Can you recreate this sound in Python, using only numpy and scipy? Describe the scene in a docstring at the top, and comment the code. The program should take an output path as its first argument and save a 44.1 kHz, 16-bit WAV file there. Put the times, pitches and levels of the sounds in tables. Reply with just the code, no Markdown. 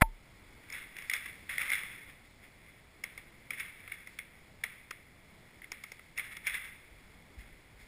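"""Plastic film buckling in a workshop

A large sheet of plastic film on paper backing is lifted, bent and picked at on a car bonnet. Its creases
buckle in single snaps and dense crinkling, and fingers rub the paper. The hall reverberates, its
ventilation hums and soft steps follow. A head-worn mono camera pops as it starts; its housing resonates
near 2 kHz and it holds each sample of a 12 kHz stream."""
import sys
import numpy as np
from scipy import signal
from scipy.fft import rfft, irfft
from scipy.io import wavfile
from scipy.ndimage import uniform_filter1d

SR = 44100
rng = np.random.default_rng(int(sys.argv[2]) if len(sys.argv) > 2 else 0)


def unload_audio(sound):
    """Save the sound as a 16-bit wav file, at the path given as the first command line argument."""
    columns = np.transpose(np.atleast_2d(sound))
    # keep every value between -1 and 1, then stretch to whole-number steps
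    steps = np.round(np.clip(columns, -1, 1) * 32767)
    wavfile.write(sys.argv[1], SR, steps.astype(np.int16))


N = 347375
TIME = np.arange(N) / SR
AIR_DB = -58  # level of the ventilation
# Spectrum of the sheet before the housing. Each row: frequency in Hz, relative spectral density in dB.
SHEET = [(150, -20), (400, -7.5), (850, -4.5), (1250, 5), (1700, 7), (2200, 4.5), (2700, 5.5), (3050, 1.5),
         (3500, 6), (4000, 0), (4600, -10), (5300, -6.5), (6000, -7)]


def snaps(creases, body_db=-6.0, flap_db=1.5, ring_db=1.5, flutter_db=-23, flutter_s=0.059, size=2048):
    """Dispersion: bending waves spread a buckling crease's click over a few ms, the low ones longest."""
    out, t = np.zeros(N), np.arange(size) / SR
    colour = through_housing(SHEET)
    noises = rng.standard_normal((len(creases), size))
    for (s, db, low_db, crack_db, hz, swell_ms), noise in zip(creases, noises):
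        age = t * 1e3 / swell_ms
        quick, slow = [noise * a * np.exp((1 - a ** 2) / 2) for a in (age, age / 1.83)]
        flutter = noise * from_db(flutter_db) * np.exp(-t / flutter_s)
        body = band(convolve(quick + flutter, colour), 1350, 4600)
        body = body + from_db(ring_db) * facet(body, hz, width_hz=300)
        flap = facet(slow, 1260, width_hz=340) + from_db(-12.5) * band(slow, 426, 1170)
        crack = band(quick, 4950, 5600)
        for part, level_db in [(flap, low_db + flap_db), (body, db + body_db), (crack, crack_db)]:
            peak_rms = np.sqrt(uniform_filter1d(part ** 2, size=176).max())  # loudest 4 ms
            add(out, s - 0.0008, from_db(level_db) * part / peak_rms)
    return out


def facet(x, hz, width_hz):
    """Resonance: a flipped facet rings as one damped mode, with unit gain at its peak."""
    r = np.exp(-np.pi * width_hz / SR)
    feedback = [1, -2 * r * np.cos(2 * np.pi * hz / SR), r * r]
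    return signal.lfilter((1 - r * r) / 2 * np.array([1, 0, -1]), feedback, x)


def lesser_creases(effort, per_s=22, spread_db=3, facet_hz=2120, spread_hz=37, swell_ms=1.8):
    """Stress release: creases yield at uneven times, as hard as the sheet is bent; rows for snaps()."""
    rows, s = [], 0
    for wait, strength, pitch in rng.standard_normal((400, 3)):
        s += np.exp(wait / 2) / per_s
        if s >= TIME[-1]:
            break
        db = 20 * np.log10(effort[int(s * SR)]) - 1.5 + spread_db * np.tanh(strength)
        if db > AIR_DB:
            rows.append((s, db, db - 24.5, db - 36, facet_hz + spread_hz * pitch, swell_ms))
    return rows


def crinkle(effort, level_db=-3.0, per_s=1700, spread_db=1.0, clumps_per_s=110, slide_gain=0.93):
    """Shot noise: tiny creases yield more often as the sheet bends harder, over sliding paper's hiss."""
    rate = per_s * (0.13 + np.sqrt(effort / effort.max()))
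    buckles = rng.random(N) < rate / SR
    sizes = from_db(spread_db * np.minimum(rng.exponential(1, N), 4)) * rng.choice([-1, 1], N)
    grains = rms_one(buckles * sizes / np.sqrt(rate)) + slide_gain * rng.standard_normal(N)
    clumps = from_db(3 * np.tanh(drift(clumps_per_s)))
    colour = energy_one(through_housing(SHEET))
    return from_db(level_db) * convolve(effort * rms_one(grains * clumps), colour)


def rubbing(grip_db=1.5, grips_per_s=60):
    """Stick-slip friction: skin on paper gives a thin hiss, uneven as it grips and slips."""
    # Finger strokes. Each row: peak time in seconds, level in dB, rise and fall times in seconds.
    strokes = [(1.09, -66, .08, 0.44), (2.25, -72.5, .02, .25), (4.14, -69, 0.1, .06),
               (5.9, -70.5, .3, 0.33), (7.39, -63, .004, .02), (7.81, -65, .01, .06)]
    grip = from_db(grip_db * np.tanh(drift(grips_per_s)))
    return swells(strokes) * grip * rms_one(band(rng.standard_normal(N), 3100, 5700))


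def starting_pop(peak_db=-11.0, thump_db=-10, thump_s=0.00358, fizz_db=-28, fizz_s=0.017):
    """Transient response: the camera starts with a fizz, three clicks and a thump; two modes ring on."""
    # The clicks. Each row: start in seconds, peak in dB relative to peak_db.
    clicks = [(0.0192, 6.5), (0.0221, 7.5), (0.026, -6.5)]
    # A low wobble and a ping. Each row: frequency in Hz, level in dB, time to fall 60 dB in seconds.
    modes = [(33.8, -27.5, 0.33), (895, -26.5, 0.12)]
    # A click's spectrum before the housing. Each row: frequency in Hz, relative spectral density in dB.
    click_spectrum = [(100, -44), (350, -20.5), (600, 8), (1000, 7), (1600, 4.5), (2100, -8), (3000, -11),
                      (4500, -15), (6000, -33)]
    out, t = np.zeros(N), np.arange(SR // 2) / SR
    click = through_housing(click_spectrum)
    first_s, last_s = clicks[0][0], clicks[-1][0]
    for s, db in clicks:
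        add(out, s, from_db(db + peak_db) * peak_one(click))
    add(out, first_s, -from_db(thump_db) * np.sin(np.pi * np.minimum(t / thump_s, 1)))
    for hz, db, t60 in modes:
        add(out, last_s, from_db(db - 60 * t / t60) * np.sin(2 * np.pi * hz * t))
    fizz = rng.standard_normal(N) * (np.abs(TIME - first_s) < fizz_s / 2)
    return out + from_db(fizz_db) * convolve(fizz, energy_one(click))


def steps(level_db=-8.0, thud_s=0.0056, sway_db=-8.0, sway_s=0.06, lead_s=0.01486, size=22000):
    """Body conduction: footfalls reach the camera as dull thuds, each with a slower, deeper sway."""
    # Soft steps. Each row: time in seconds, thud peak in dB relative to level_db.
    footfalls = [(6.52, -43), (6.929, -44), (7.383, -34.5), (7.74, -48.5), (7.82, -48)]
    out, t = np.zeros(N), np.arange(size) / SR
    for (s, db), noise in zip(footfalls, rng.standard_normal((len(footfalls), size))):
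        thud = peak_one(band(noise * t * np.exp(-t / thud_s), 34, 58))
        sway = peak_one(band(noise * t * np.exp(-t / sway_s), 21, 42.5))
        add(out, s - lead_s, from_db(db + level_db) * (thud + from_db(sway_db) * sway))
    return out


def snaps_all_round(creases, level_db=8.5, crack_share_db=12.0):
    """Radiated power: summed over all directions, a snap has the even colour of the whole sheet."""
    out, colour = np.zeros(N), energy_one(through_housing(SHEET))
    for s, body_db, _, crack_db, _, _ in creases:
        strength = np.hypot(from_db(body_db), from_db(crack_db + crack_share_db))
        add(out, s, from_db(level_db) * strength * colour)
    return out


def workshop(x, gap_s=0.00926, early_db=9.5, early_s=0.012):
    """Reverberation: bonnet and floor reflect first, then the hall's tail decays band by band."""
    # Decay of the hall. Each row: frequency in Hz, time to fall 60 dB in seconds.
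    decay_times = [(300, 0.71), (1200, 1.0), (2200, 1), (5000, 1)]
    t, edges_hz = np.arange(SR) / SR, np.geomspace(200, 6400, num=6)
    white, tail = rng.standard_normal((2, SR)), np.zeros(SR)
    for k, (low, high) in enumerate(zip(edges_hz, edges_hz[1:])):
        t60 = at_hz(decay_times, np.sqrt(low * high))
        tail += band(white[k % 2], low, high) * from_db(-60 * t / t60)
    response = tail * (t > gap_s) * (1 + from_db(early_db) * np.exp(-t / early_s))
    bandwidth_share = 2 * edges_hz[-1] / SR
    return convolve(x, energy_one(response) * np.sqrt(bandwidth_share))


def ventilation(waver_db=1.0, wavers_per_s=3.536):
    """Broadband noise: the ventilation rumbles and hisses at a slightly wavering level."""
    # Its spectrum before the housing. Each row: frequency in Hz, relative spectral density in dB.
    air_spectrum = [(20, 5.5), (45, 7), (100, 4.5), (200, 1), (400, -4.5), (800, -8.5), (1400, -13),
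                    (2100, -21), (3000, -17.5), (4200, -16.5), (5300, -24), (6000, -18)]
    gain = from_db(AIR_DB + waver_db * drift(wavers_per_s))
    return gain * rms_one(convolve(rng.standard_normal(N), through_housing(air_spectrum)))


def through_housing(spectrum, size=4096):
    """Resonant colouring: the minimum-phase impulse response of a spectrum lifted by the housing."""
    # Modes of the camera housing. Each row: frequency in Hz, nominal width in Hz, lift in dB.
    modes = [(2135, 353, 19.5), (3400, 220, 8), (5110, 610, 7.5)]
    hz = np.arange(size // 2 + 1) * SR / size
    power_lift = 1 + sum((from_db(db) ** 2 - 1) / (1 + (2 * (hz - centre) / width) ** 2) ** 1.4
                         for centre, width, db in modes)
    cepstrum = irfft(np.log(from_db(at_hz(spectrum, hz)) * np.sqrt(power_lift)))
    cepstrum[1:size // 2] *= 2  # folding the cepstrum makes the response causal
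    cepstrum[size // 2 + 1:] = 0
    return irfft(np.exp(rfft(cepstrum)))


def swells(movements):
    """Incoherent addition: movements build and relax exponentially, and their powers add."""
    power = 0
    for s, db, rise_s, fall_s in movements:
        away = np.maximum((s - TIME) / rise_s, (TIME - s) / fall_s)
        power = power + (from_db(db) * np.exp(-np.minimum(away, 20))) ** 2
    return np.sqrt(power)


def drift(knots_per_s):
    """Random modulation of unit rms, linear between knots."""
    knots = rng.standard_normal(4000)
    return rms_one(np.interp(TIME * knots_per_s, np.arange(len(knots)), knots))


def from_db(db):
    """Decibels to amplitude ratio."""
    return 10 ** (np.asarray(db) / 20)


def rms_one(x):
    """Normalise to unit rms."""
    return x / np.sqrt(np.mean(x ** 2) + 1e-20)


def energy_one(x):
    """Normalise to unit energy."""
    return x / np.sqrt(np.sum(x ** 2))


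def peak_one(x):
    """Normalise to unit peak."""
    return x / np.abs(x).max()


def at_hz(points, hz):
    """Interpolate a table on a log-frequency axis."""
    knots_hz, values = np.transpose(points)
    return np.interp(np.log(np.maximum(hz, 1)), np.log(knots_hz), values)


def band(x, low_hz, high_hz):
    """Causal band-pass filter."""
    return signal.sosfilt(signal.butter(2, [low_hz, high_hz], "band", fs=SR, output="sos"), x + 1e-18)


def convolve(x, response):
    """Linear filtering by an impulse response."""
    return signal.fftconvolve(x, response)[:len(x)]


def add(out, s, sound):
    """Superpose a sound from s seconds on."""
    start = max(round(s * SR), 0)
    out[start:start + len(sound)] += sound[:N - start]


def scene(crinkle_room_db=-7):
    """Superposition: the sheet's direct sound, the hall and the background meet at one microphone."""
    # The loudest creases buckling. 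Each row: time in seconds, relative levels of body, low flap and
    # high crack in dB, facet pitch in Hz, swell time in milliseconds.
    loud_creases = [(0.7, -38.5, -62, -51.5, 2160, 2.1), (0.7233, -35, -65, -44.5, 2030, 2.7),
                    (0.9662, -35, -61.5, -55, 2130, 1.9), (0.9857, -35, -55, -56, 2120, 1.4),
                    (1.0211, -38, -54.5, -55, 2090, 1.9), (1.0974, -20.5, -51, -41, 2100, 2.1),
                    (1.1124, -28.5, -48, -56, 1990, 1.8), (1.1353, -20, -52, -38, 2380, 2.3),
                    (1.1634, -33, -56, -51, 2340, 2.1), (1.258, -35.5, -54.5, -60, 2000, 2),
                    (1.493, -30.5, -65, -68, 1940, 2.1), (1.5804, -20, -48, -47, 2140, 1.6),
                    (1.6144, -23.5, -57, -48, 2100, 2.4), (1.7012, -25.5, -47, -45, 2060, 2.1),
                    (1.718, -22, -57, -54, 2030, 1.3), (1.7325, -21, -61, -55, 2030, 2),
                    (1.7524, -25.5, -56, -50, 2070, 2.1), (1.8327, -32, -51, -66, 2040, 2.2),
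                    (3.0372, -25, -48, -43, 2330, 2.6), (3.1764, -35, -55, -55.5, 2180, 1.9),
                    (3.5056, -24.5, -46, -49, 2290, 2.06), (3.5964, -32, -59, -49, 2120, 2.9),
                    (3.8769, -37, -54, -71, 2190, 2.1), (3.9185, -28.5, -57, -69.5, 2210, 2.9),
                    (4.0711, -35.5, -57, -58, 2060, 2.6), (4.188, -29, -60, -50.5, 2060, 1.6),
                    (4.6369, -21, -47, -44, 2000, 2.95), (4.9081, -31.5, -41.5, -45, 1910, 2.1),
                    (5.6188, -39, -71, -77, 2000, 1.1), (5.6416, -37.5, -66, -66, 2060, 1.9),
                    (5.7185, -30, -45.5, -39.5, 2290, 1.66), (5.8369, -32.5, -52.5, -50, 2260, 2.5),
                    (5.918, -36, -50, -50, 2110, 2), (5.9937, -43.5, -55, -75.5, 1970, 1.6),
                    (6.1758, -29, -52.5, -45, 2750, 2.6), (6.1836, -26, -53, -55, 2070, 2.5),
                    (6.1944, -26.5, -48.5, -59, 2310, 2.6), (6.3669, -34, -54, -51.5, 2290, 2.8),
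                    (6.4677, -23, -53, -40.5, 2400, 2.2), (6.5425, -27.5, -62, -58, 2040, 1.87)]
    # Bends of the sheet. Each row: peak time in seconds, effort in dB, rise and fall times in seconds.
    bends = [(0.635, -55.5, .012, .03), (0.754, -38, 0.037, 0.061), (1.0, -44.5, 0.057, 0.13),
             (1.148, -33.5, 0.023, 0.035), (1.26, -41, .01, .035), (1.499, -36.5, 0.0061, 0.17),
             (1.613, -30.5, 0.026, 0.044), (1.729, -30.5, 0.042, 0.063), (1.93, -45.5, 0.025, 0.048),
             (2.094, -45.5, 0.0092, .022), (2.445, -51, 0.018, 0.021), (2.7, -57, 0.11, 0.11),
             (3.185, -48, 0.0043, 0.012), (3.42, -57, 0.04, 0.091), (3.52, -43, 0.011, 0.092),
             (3.598, -36.5, .016, 0.048), (3.9, -49, 0.12, 0.14), (5.5, -60, 0.11, 0.17),
             (6.19, -35, 0.011, 0.024), (6.255, -43, .02, .035), (6.325, -42, .012, 0.022),
             (6.474, -28.5, 0.014, .025), (6.545, -33, 0.03, 0.031), (6.644, -41.5, 0.013, 0.035),
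             (7.394, -52.5, .006, 0.1), (7.803, -50.5, 0.011, 0.031)]
    effort = swells(bends)
    rustle = crinkle(effort)
    creases = list(loud_creases) + lesser_creases(effort)
    room = workshop(snaps_all_round(creases) + from_db(crinkle_room_db) * rustle)
    mono = rustle + room + ventilation() + steps() + starting_pop() + rubbing() + snaps(creases)
    return np.array([mono, mono])


def record(dry, hold_hz=12000, cutoff_hz=15350):
    """Zero-order hold: each sample is held four times, so spectral images glitter around 12 kHz."""
    anti_alias = signal.firwin(161, 5880, fs=SR)
    band_limited = signal.fftconvolve(dry, [anti_alias], "same", axes=1)
    stream = signal.resample_poly(band_limited, hold_hz, SR, axis=1, window=("kaiser", 2))
    held = signal.resample_poly(np.repeat(stream, 4, axis=1), SR, 4 * hold_hz, axis=1)[:, :N]
    return signal.fftconvolve(held, [signal.firwin(121, cutoff_hz, fs=SR)], "same", axes=1)


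dry = scene()
out = record(dry)
unload_audio(out)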